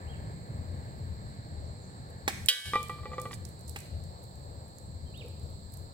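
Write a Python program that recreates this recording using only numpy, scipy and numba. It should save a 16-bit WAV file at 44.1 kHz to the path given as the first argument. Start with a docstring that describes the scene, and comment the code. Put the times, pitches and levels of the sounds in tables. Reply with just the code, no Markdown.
"""Traffic drones over a concrete bridge and birds chirp; dry ticks begin to crackle, far to the right.
An air gun pops some way off: a brief air pulse rings its barrel and body. The pellet then strikes an empty
drink can, whose modes ring; it tips, lands and rocks to rest on asphalt, its rim knocking at the same modes.
A second, softer pop follows; near the end a soft low swell passes among the last chirps and ticks.
The traffic is bands of noise, over hiss; filtered noise bursts make the ticks, gliding tones the birds."""
import sys
import numpy as np
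from scipy import signal
from scipy.fft import rfft, irfft
from scipy.io import wavfile
from scipy.ndimage import uniform_filter1d, minimum_filter1d
from numba import njit

SR = 44100
rng = np.random.default_rng(int(sys.argv[2]) if len(sys.argv) > 2 else 0)


def to_wav(s):
    """Save 16-bit WAV."""
    ch = np.atleast_2d(s).T  # columns
    pcm = np.round(np.clip(ch, -1, 1) * 32767)  # PCM
    wavfile.write(sys.argv[1], SR, pcm.astype(np.int16))


N = 261513

# rim knocks as the can rocks: t/s, level at 1 kHz before each mode's share/dB, hardness/dB per octave
KNOCKS = [(2.735, -24, 3.5), (2.756, -19.5, 1), (2.896, -31.5, 1.5), (2.986, -45, 3), (3.033, -44.5, 0),
          (3.056, -31.5, -1.5), (3.117, -39.5, 0), (3.133, -33, -1.5), (3.182, -27.5, -1.5),
          (3.255, -30, -2.5), (3.311, -36.5, 3), (3.331, -52, 19.5)]
PELLET_S, PELLET_DB = 2.4852, -10


def undb(db):
    """dB to gain."""
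    return 10 ** (np.asarray(db) / 20)


def band(x, hz, width_hz):
    """Resonant band-pass, gain 1 at the centre."""
    return signal.lfilter(*signal.iirpeak(min(hz, .45 * SR), hz / min(width_hz, .3 * SR), SR), x)


def steep_band(x, hz, width_hz):
    """The same band-pass twice over, for steeper skirts."""
    return band(band(x, hz, width_hz), hz, width_hz)


def unit(x):
    """Scale to rms 1."""
    return x / np.sqrt(np.mean(x ** 2))


def walk(rate):
    """Random levels held 1 / rate s and smoothed twice; spread near 1."""
    k = int(SR / rate)
    steps = np.repeat(rng.standard_normal(N // k + 1), k)
    return 1.11 * uniform_filter1d(uniform_filter1d(steps, k), k)[:N]


def add(track, s, burst):
    """Mix a burst into a track at time s."""
    i = int(s * SR)
    track[..., i:i + burst.shape[-1]] += burst[..., :N - i]


def place(x, pan_db, left_lag_ms):
    """Two spaced microphones: a level step and a time step."""
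    turn = np.exp(-2j * np.pi * np.arange(N // 2 + 1) / N * SR * left_lag_ms / 1000)
    left = irfft(rfft(x) * turn, N)
    return np.array([left * undb(pan_db / 2), x * undb(-pan_db / 2)])


def fade(t, t60):
    """Exponential decay, 60 dB in t60."""
    return np.exp(-np.log(1000) * t / t60)


@njit
def ring(force, turn, keep):
    """One mode as a rotating, shrinking phasor whose loss may change from sample to sample."""
    z, y = 0j, np.empty(len(force))
    for i in range(len(force)):
        z = z * turn * keep[i] + force[i]
        y[i] = z.imag
    return y


def can_modes():
    """Pellet and ground drive the same modes; landing changes their damping, and knocks choke the old ring."""
    # pitch of each can mode: f/Hz
    mode_hz = [462, 505, 520, 780, 851, 1170, 1184, 1480, 1557, 1718, 1954, 2227, 2356, 2947, 3042, 3112,
               3180, 3210, 3295, 3406, 3505, 3725, 3782, 3938, 4409, 4660, 4764, 5060]
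    # each mode in turn: share of pellet on wall/dB, share of rim on ground/dB, t60 tipped/s, t60 standing/s
    modes = [(-29, -26, 0.14, 0.48), (-34, -12, 0.46, 0.26), (-31, -19.5, .25, 0.12),
             (-47, -41, 0.17, 0.087), (-45, -15, .4, 0.19), (-39, -12, 0.62, 0.16), (-39, -5.5, 0.89, 0.29),
             (-26, -32, 0.39, 0.12), (-26, -31, 0.74, 0.071), (-27, -35, 0.95, 0.067),
             (-20.5, -11.5, 0.32, 0.067), (-25.5, -39, 0.75, .06), (-50, -18.5, .3, 0.34),
             (-5.5, -34, 0.15, 0.25), (-27, -38, 0.25, .2), (-18, -33, 0.14, 0.29), (7, -32, 0.034, .02),
             (0, -35, 0.092, .12), (-5, -40, 0.11, 0.23), (-19, -32, 0.18, 0.19), (-26, -33, 0.37, 0.33),
             (-40, -33, 0.42, 0.17), (-11, -37, 0.17, 0.095), (-19.5, -51, 0.43, 0.28),
             (-24, -50, 0.14, .2), (-9, -40, 0.13, 0.13), (-18, -37, 0.12, 0.17), (-33, -43, 0.11, .2)]
    lands_s, rests_s = 2.7355, 3.312
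    rebound_db, rebound_ms = -9.5, (4, 12)  # the rim touches a second time after each knock
    s_now = np.arange(N) / SR
    where = rng.standard_normal((len(KNOCKS), len(modes)))  # each knock falls on another point of the rim
    gaps = rng.uniform(*rebound_ms, len(KNOCKS)) / 1000
    choke = np.ones(N)
    for s, *_ in KNOCKS[2:]:
        choke[int(s * SR) - 1] = 0.38
    choke[s_now > rests_s] = fade(1 / SR, .06)
    out = np.zeros(N)
    for m, (hz, (wall_db, rim_db, tipped, stands)) in enumerate(zip(mode_hz, modes)):
        force = np.full(N, 1e-18)
        add(force, PELLET_S, undb([PELLET_DB + wall_db]) * (-1) ** m)
        for (s, db, hard_db), w, gap in zip(KNOCKS, where[:, m], gaps):
            blow = undb([db + rim_db + hard_db * np.log2(hz / 1000) + 2.6 * w])
            add(force, s, blow)
            add(force, s + gap, blow * undb(rebound_db - 2.3 * w))
        damping = fade(1 / SR, np.where(s_now > lands_s, stands, tipped))
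        out += ring(force, np.exp(2j * np.pi * hz / SR), choke * damping)
    return out


def can_crash():
    """The countless close modes of the thin wall blur into a crash and a sizzle, as decaying bands of noise."""
    out, t = np.zeros(N), np.arange(SR // 4) / SR
    # f/Hz, width/Hz, level/dB, quick t60/s, level of the slow part/dB, slow t60/s
    for hz, width_hz, db, quick, slow_db, slow in [
            (3360, 2100, 8.0, .07, -21, 0.13), (4550, 3600, 0.5, 0.063, -14.5, 0.29),
            (8800, 5000, -3.0, 0.059, -18, 0.15), (12700, 7800, -1, 0.049, -21, 0.22)]:
        blur = steep_band(rng.standard_normal(len(t)), hz, width_hz)
        decay = fade(t, quick) + undb(slow_db) * fade(t, slow)
        onset = np.clip(t / 0.00062, 0, 1)
        add(out, PELLET_S, undb(PELLET_DB + db) * blur * decay * onset)
    return out


def rim_scrape():
    """The dull scrape of rim on grit: two bands of decaying noise at each knock."""
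    out, t = np.zeros(N), np.arange(2000) / SR
    for s, db, hard_db in KNOCKS:
        grit = rng.standard_normal(len(t)) * fade(t, 0.03)
        for hz, width_hz, share_db in [(790, 510, 7.3), (2040, 1100, 0.67)]:
            level_db = db + share_db + hard_db * np.log2(hz / 1000)
            add(out, s, undb(level_db) * steep_band(grit, hz, width_hz))
    return out


def can():
    """The ringing modes with a bent octave, the crash of the thin wall and the scrape of the rim."""
    tin = can_modes()
    # the dented wall bends unevenly, so the strongest ring doubles to its octave when it is loud
    octave = steep_band(band(tin, 1200, 300) ** 2, 2330, 190)
    return tin + undb(16) * octave + can_crash() + rim_scrape()


def pops():
    """A burst of air as a short falling pulse that rings barrel and body, echoed at once by ground and piers."""
    # gun pops: t/s, level/dB, echo send over direct level/dB, relative strength of the body thump/dB
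    shots = [(2.2771, -14, -7.5, -3.5), (3.759, -25.5, -6.5, -9)]
    # resonances of barrel and body: f/Hz, width/Hz, relative level/dB
    gun_body = [(295, 82, -2), (785, 100, 1.5), (1105, 160, 1.5), (2200, 1200, -2.5), (4170, 1070, -7)]
    dry, sent, t = np.zeros(N), np.zeros(N), np.arange(2000) / SR
    pulse = np.where(t < .0004, 1 - 2 * t / 0.00062, 0)
    arrivals = [(1.3, 0.61), (1.8, 0.84), (3.9, 0.59), (6.3, 0.62), (8.6, 0.34)]  # lag/ms, gain
    train = sum(gain * np.roll(pulse, int(lag_ms * SR / 1000)) for lag_ms, gain in arrivals)
    for s, db, echo_db, thump_db in shots:
        rattle = rng.standard_normal(len(t)) * fade(t, 0.071) * np.clip(t / 0.0039, 0, 1) ** 2
        push = np.abs(train) + 0.19 * rattle
        body = sum(undb(d) * band(push, hz, width_hz) for hz, width_hz, d in gun_body)
        pop = undb(-6.0) * train + undb(-13.5) * rattle + undb(thump_db + 14.5) * body
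        add(dry, s, undb(db) * pop)
        add(sent, s, undb(db + echo_db) * pop)
    return dry, sent


def ticks():
    """Bright clicks far to the right: short noise swells with grains of uneven size, each with a faint rustle."""
    # the clearer ticks: t/s, level before the split to the sides/dB, length scale/ms, centre f/Hz
    clear = [(2.101, -62, 2.5, 11000), (2.4601, -37, 1.8, 11000), (2.478, -63, 1, 11000),
             (2.829, -43, 1.6, 10200), (2.884, -52, 2, 10000), (2.898, -53, 3.4, 8000),
             (3.199, -50.5, 2.1, 8500), (3.2152, -43.5, 3.8, 8850), (3.313, -54, 15, 4000),
             (3.3333, -50, 17, 8000), (3.4505, -46, 5.4, 6100), (3.489, -54.5, 3.4, 11000),
             (3.592, -58, 2, 8400), (3.609, -55.5, 3, 8800), (3.677, -52, 12, 8700),
             (3.693, -44.5, 4.7, 8700), (3.787, -49, 4.4, 8500), (3.803, -48.5, 3.8, 8400),
             (4.037, -57, 4.8, 9800), (4.238, -58, 2, 10000), (4.681, -60, 1.5, 9500),
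             (4.783, -53.5, 4.5, 9500), (5.175, -56.5, 2, 11000), (5.283, -59, 2.8, 11000),
             (5.72, -57, 3.7, 11000), (5.734, -51.5, 9.2, 10900), (5.772, -51, 2, 10500)]
    faint_count, faint_from_s = 10, 2.8  # faint ticks fall at random from then on
    faint_db, faint_spread_db, faint_ms, faint_hz = -61.5, 0.5, 2.2, 11500
    rise = 0.27  # share of a tick's length
    side_db = np.array([[-11], [3]])  # left, right
    out, t = np.zeros((2, N)), np.arange(5000) / SR
    faint = [(faint_from_s + u * (N / SR - faint_from_s), faint_db + faint_spread_db * (2 * v - 1),
              faint_ms, faint_hz) for u, v in rng.random((faint_count, 2))]
    for s, db, ms, hz in clear + faint:
        grains = undb(5.9 * rng.standard_normal(len(t) // 20 + 1)).repeat(20)[:len(t)]
        noise = rng.standard_normal((4, len(t)))
        age = t / ms * 1e3  # in tick lengths
        swell = np.exp(-np.minimum(age ** 2, 20)) * np.clip(age / rise, 0, 1)
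        burst = band(noise[:2] * grains * swell, hz, 5900)
        # level by the energy on the right, spread over at least 4 ms
        burst = burst / np.sqrt(np.sum(burst[1] ** 2) / (max(ms, 4) * SR / 1000))
        rustle = undb(-10) * band(noise[2:], hz, 9000) * fade(t, 0.47)
        add(out, s, undb(db + side_db) * (burst + rustle))
    return signal.sosfilt(signal.butter(2, 3000, "high", fs=SR, output="sos"), out + 1e-12)


def birds():
    """Near-sine slurs that glide through a top or straight down and flutter a little in level and pitch."""
    # chirps: start t/s, top t/s, end t/s, start f/Hz, top f/Hz, end f/Hz, power of the fall,
    # level at the top before flutter/dB
    chirps = [(.063, .112, .168, 2200, 3270, 1900, 1.4, -63),
              (1.648, 1.65, 1.672, 6500, 6500, 4500, .6, -72),
              (1.815, 1.82, 1.858, 7050, 7100, 5600, 2.2, -67),
              (3.115, 3.12, 3.158, 7150, 7220, 5600, 2.2, -65),
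              (5.055, 5.06, 5.13, 3150, 3150, 3050, 1, -75),
              (5.134, 5.197, 5.232, 2040, 3820, 1950, .95, -55),
              (5.216, 5.22, 5.272, 5250, 5250, 3950, .7, -69)]
    ends_db, rise_bend = -3, 2.6  # level at both ends under the top, power of the rise
    flutter_db, wobble = 3, .015  # spread of the level, spread of the pitch as a share
    out = np.zeros(N)
    for start, top, end, start_hz, top_hz, end_hz, fall_bend, db in chirps:
        t = np.arange(start, end, 1 / SR)
        before = np.clip((top - t) / (top - start), 0, 1)
        after = np.clip((t - top) / (end - top), 0, 1)
        hz = top_hz - (top_hz - start_hz) * before ** rise_bend - (top_hz - end_hz) * after ** fall_bend
        phase = 2 * np.pi * np.cumsum(hz * (1 + wobble * walk(91)[:len(t)])) / SR
        tone = np.sin(phase) * signal.windows.tukey(len(t), .2)
        level_db = db + ends_db * (before + after) + flutter_db * walk(123)[:len(t)]
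        add(out, start, np.sqrt(2) * undb(level_db) * tone)
    return out


def thud():
    """A soft dull swell of low noise under a bell-shaped envelope."""
    peak_s, length_s, hz, width_hz, db = 5.25, 0.052, 460, 210, -51
    noise = steep_band(rng.standard_normal(N), hz, width_hz)
    return unit(noise) * undb(db) * np.exp(-((np.arange(N) / SR - peak_s) / length_s) ** 2)


def bridge(x):
    """Dense echoes from deck and piers: noise with one decay per band, swelling in over the first 4.3 ms."""
    # decay of each echo band: f/Hz, t60/s
    echo_bands = [(300, 0.37), (2500, 0.64), (9000, 0.83)]
    t = np.arange(int(.7 * SR)) / SR
    tail = sum(band(rng.standard_normal((2, len(t))), hz, 0.91 * hz) * fade(t, t60) for hz, t60 in echo_bands)
    tail = tail * np.clip(t / 0.0043, 0, 1) / np.sqrt(np.sum(tail ** 2) / 2)
    return signal.fftconvolve(x[None], tail, axes=1)[:, :N]


def traffic():
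    """Noise bands, each flickering by itself, whose shared part reaches the left microphone first."""
    # rumble bands: f/Hz, nominal width/Hz, level over the layer/dB, likeness left-right (0-1),
    # left minus right/dB, layer (0 boom, 1 drone, 2 wash, 3 whine)
    rumble = [(35, 39, -9.5, 0.32, 4, 0), (80.4, 28.2, 3, 0.98, 6, 0), (119.3, 56.4, 0.5, 0.93, -1.5, 1),
              (189, 66, -11.5, 1, -3.5, 1), (306, 230, -4.5, 1, -1, 2), (519, 297, -0.5, 0.9, 0.5, 2),
              (772, 430, -4.5, 0.7, 0, 2), (1263, 250, -17.5, 0.69, -2, 2), (1700, 296, 1.5, 0.74, 2.5, 3),
              (2126, 400, -4.5, 0, -3, 3), (3040, 680, -20, 0.0014, -12, 3)]
    # swings of the deck boom: t/s, layer level/dB
    boom_swings = [(0, -48), (.16, -42.5), (.46, -53), (.6, -41.5), (.9, -51), (1.22, -45), (1.42, -57),
                   (1.57, -44), (1.85, -55), (2.15, -48), (3.1, -48.5), (3.29, -57), (3.38, -42.5),
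                   (3.55, -54.5), (3.71, -47.5), (3.85, -59), (3.97, -43), (4.18, -55.5), (4.53, -48),
                   (4.67, -56), (4.9, -45.5), (5.36, -54.5), (5.45, -45.5), (5.93, -47)]
    # engine drone, road wash, tyre whine die away as the vehicles leave: layer level at 0 s/dB, slope/dB per s
    leaving = [(-44, -1.21), (-55, -.5), (-62.5, -2.5)]
    drone_follows = 0.15  # share of the boom's swings in the drone
    t = np.arange(N) / SR
    boom = np.interp(t, *np.transpose(boom_swings))
    drone, wash, whine = (db + slope_db * t for db, slope_db in leaving)
    layers = boom, drone + drone_follows * (boom - boom.mean()), wash, whine
    out = 0
    for hz, width_hz, db, like, pan_db, layer in rumble:
        shared, left, right = (unit(steep_band(rng.standard_normal(N), hz, 1.32 * width_hz)) for _ in range(3))
        like = np.clip(like, 0, 1)
        pair = np.sqrt(like) * place(shared, 0, -0.37) + np.sqrt(1 - like) * np.array([left, right])
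        flicker_db = 1.94 * walk(9)
        side_db = np.array([[pan_db / 2], [-pan_db / 2]])
        out = out + pair * undb(db + layers[layer] + flicker_db + side_db)
    return out


def hiss():
    """Bands of hiss, unrelated on each side, that drift gently in level on both sides together."""
    # hiss in the treble: f/Hz, nominal width/Hz, left level before drift/dB, right level before drift/dB
    hiss_bands = [(4265, 780, -61, -59.5), (6600, 1800, -99, -93), (7725, 970, -77, -59.5),
                  (11000, 7900, -89, -92), (14700, 4700, -75, -74)]
    out = 0
    for hz, width_hz, *db in hiss_bands:
        noise = steep_band(rng.standard_normal((2, N)), hz, 0.96 * width_hz)
        out = out + unit(noise) * undb(np.array(db)[:, None] + 0.85 * walk(5.06))
    return out


def colour(x):
    """The right port lifts its resonance; the left one faces away and loses treble."""
    # resonance of the right microphone port: f/Hz, width/Hz, level of the added band/dB
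    hz, width_hz, db = (8100, 1100, 3.9)
    dull = signal.lfilter(*signal.butter(1, 9000, fs=SR), x[0])
    return np.array([dull, x[1] + undb(db) * band(x[1], hz, width_hz)])


def scene():
    """Place every source; can, pops and birds also send a share to the bridge echo."""
    tin, (pop, pop_sent), song = can(), pops(), birds()
    near = place(tin, -0.72, -0.09) + place(pop, -3, 0.21) + place(song, -9.5, -0.25)
    near = near + ticks() + thud()
    wet = bridge(undb(-12.5) * tin + pop_sent + undb(-3.5) * song)
    return colour(near + wet) + traffic() + hiss()


def record(dry):
    """A look-ahead limiter holds its gain after a loud peak, cutting the bass hardest; then the top is cut."""
    threshold_db, top_hz = -13, 16000
    loud = np.sqrt(uniform_filter1d(np.max(dry ** 2, axis=0), size=220).clip(1e-12))
    need = np.minimum(1, undb(threshold_db) / loud)
    ahead, hold = int(.007 * SR), int(.16 * SR)
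    held = minimum_filter1d(need, hold + ahead, origin=(hold - ahead) // 2 - 1)
    gain = uniform_filter1d(held, int(0.0073 * SR))
    bass = signal.sosfiltfilt(signal.butter(1, 400, fs=SR, output="sos"), dry)
    limited = (dry - bass) * gain + bass * np.abs(gain) ** 4.9
    return signal.sosfilt(signal.ellip(10, .2, 80, top_hz, fs=SR, output="sos"), limited)


dry = scene()
out = record(dry)
to_wav(out)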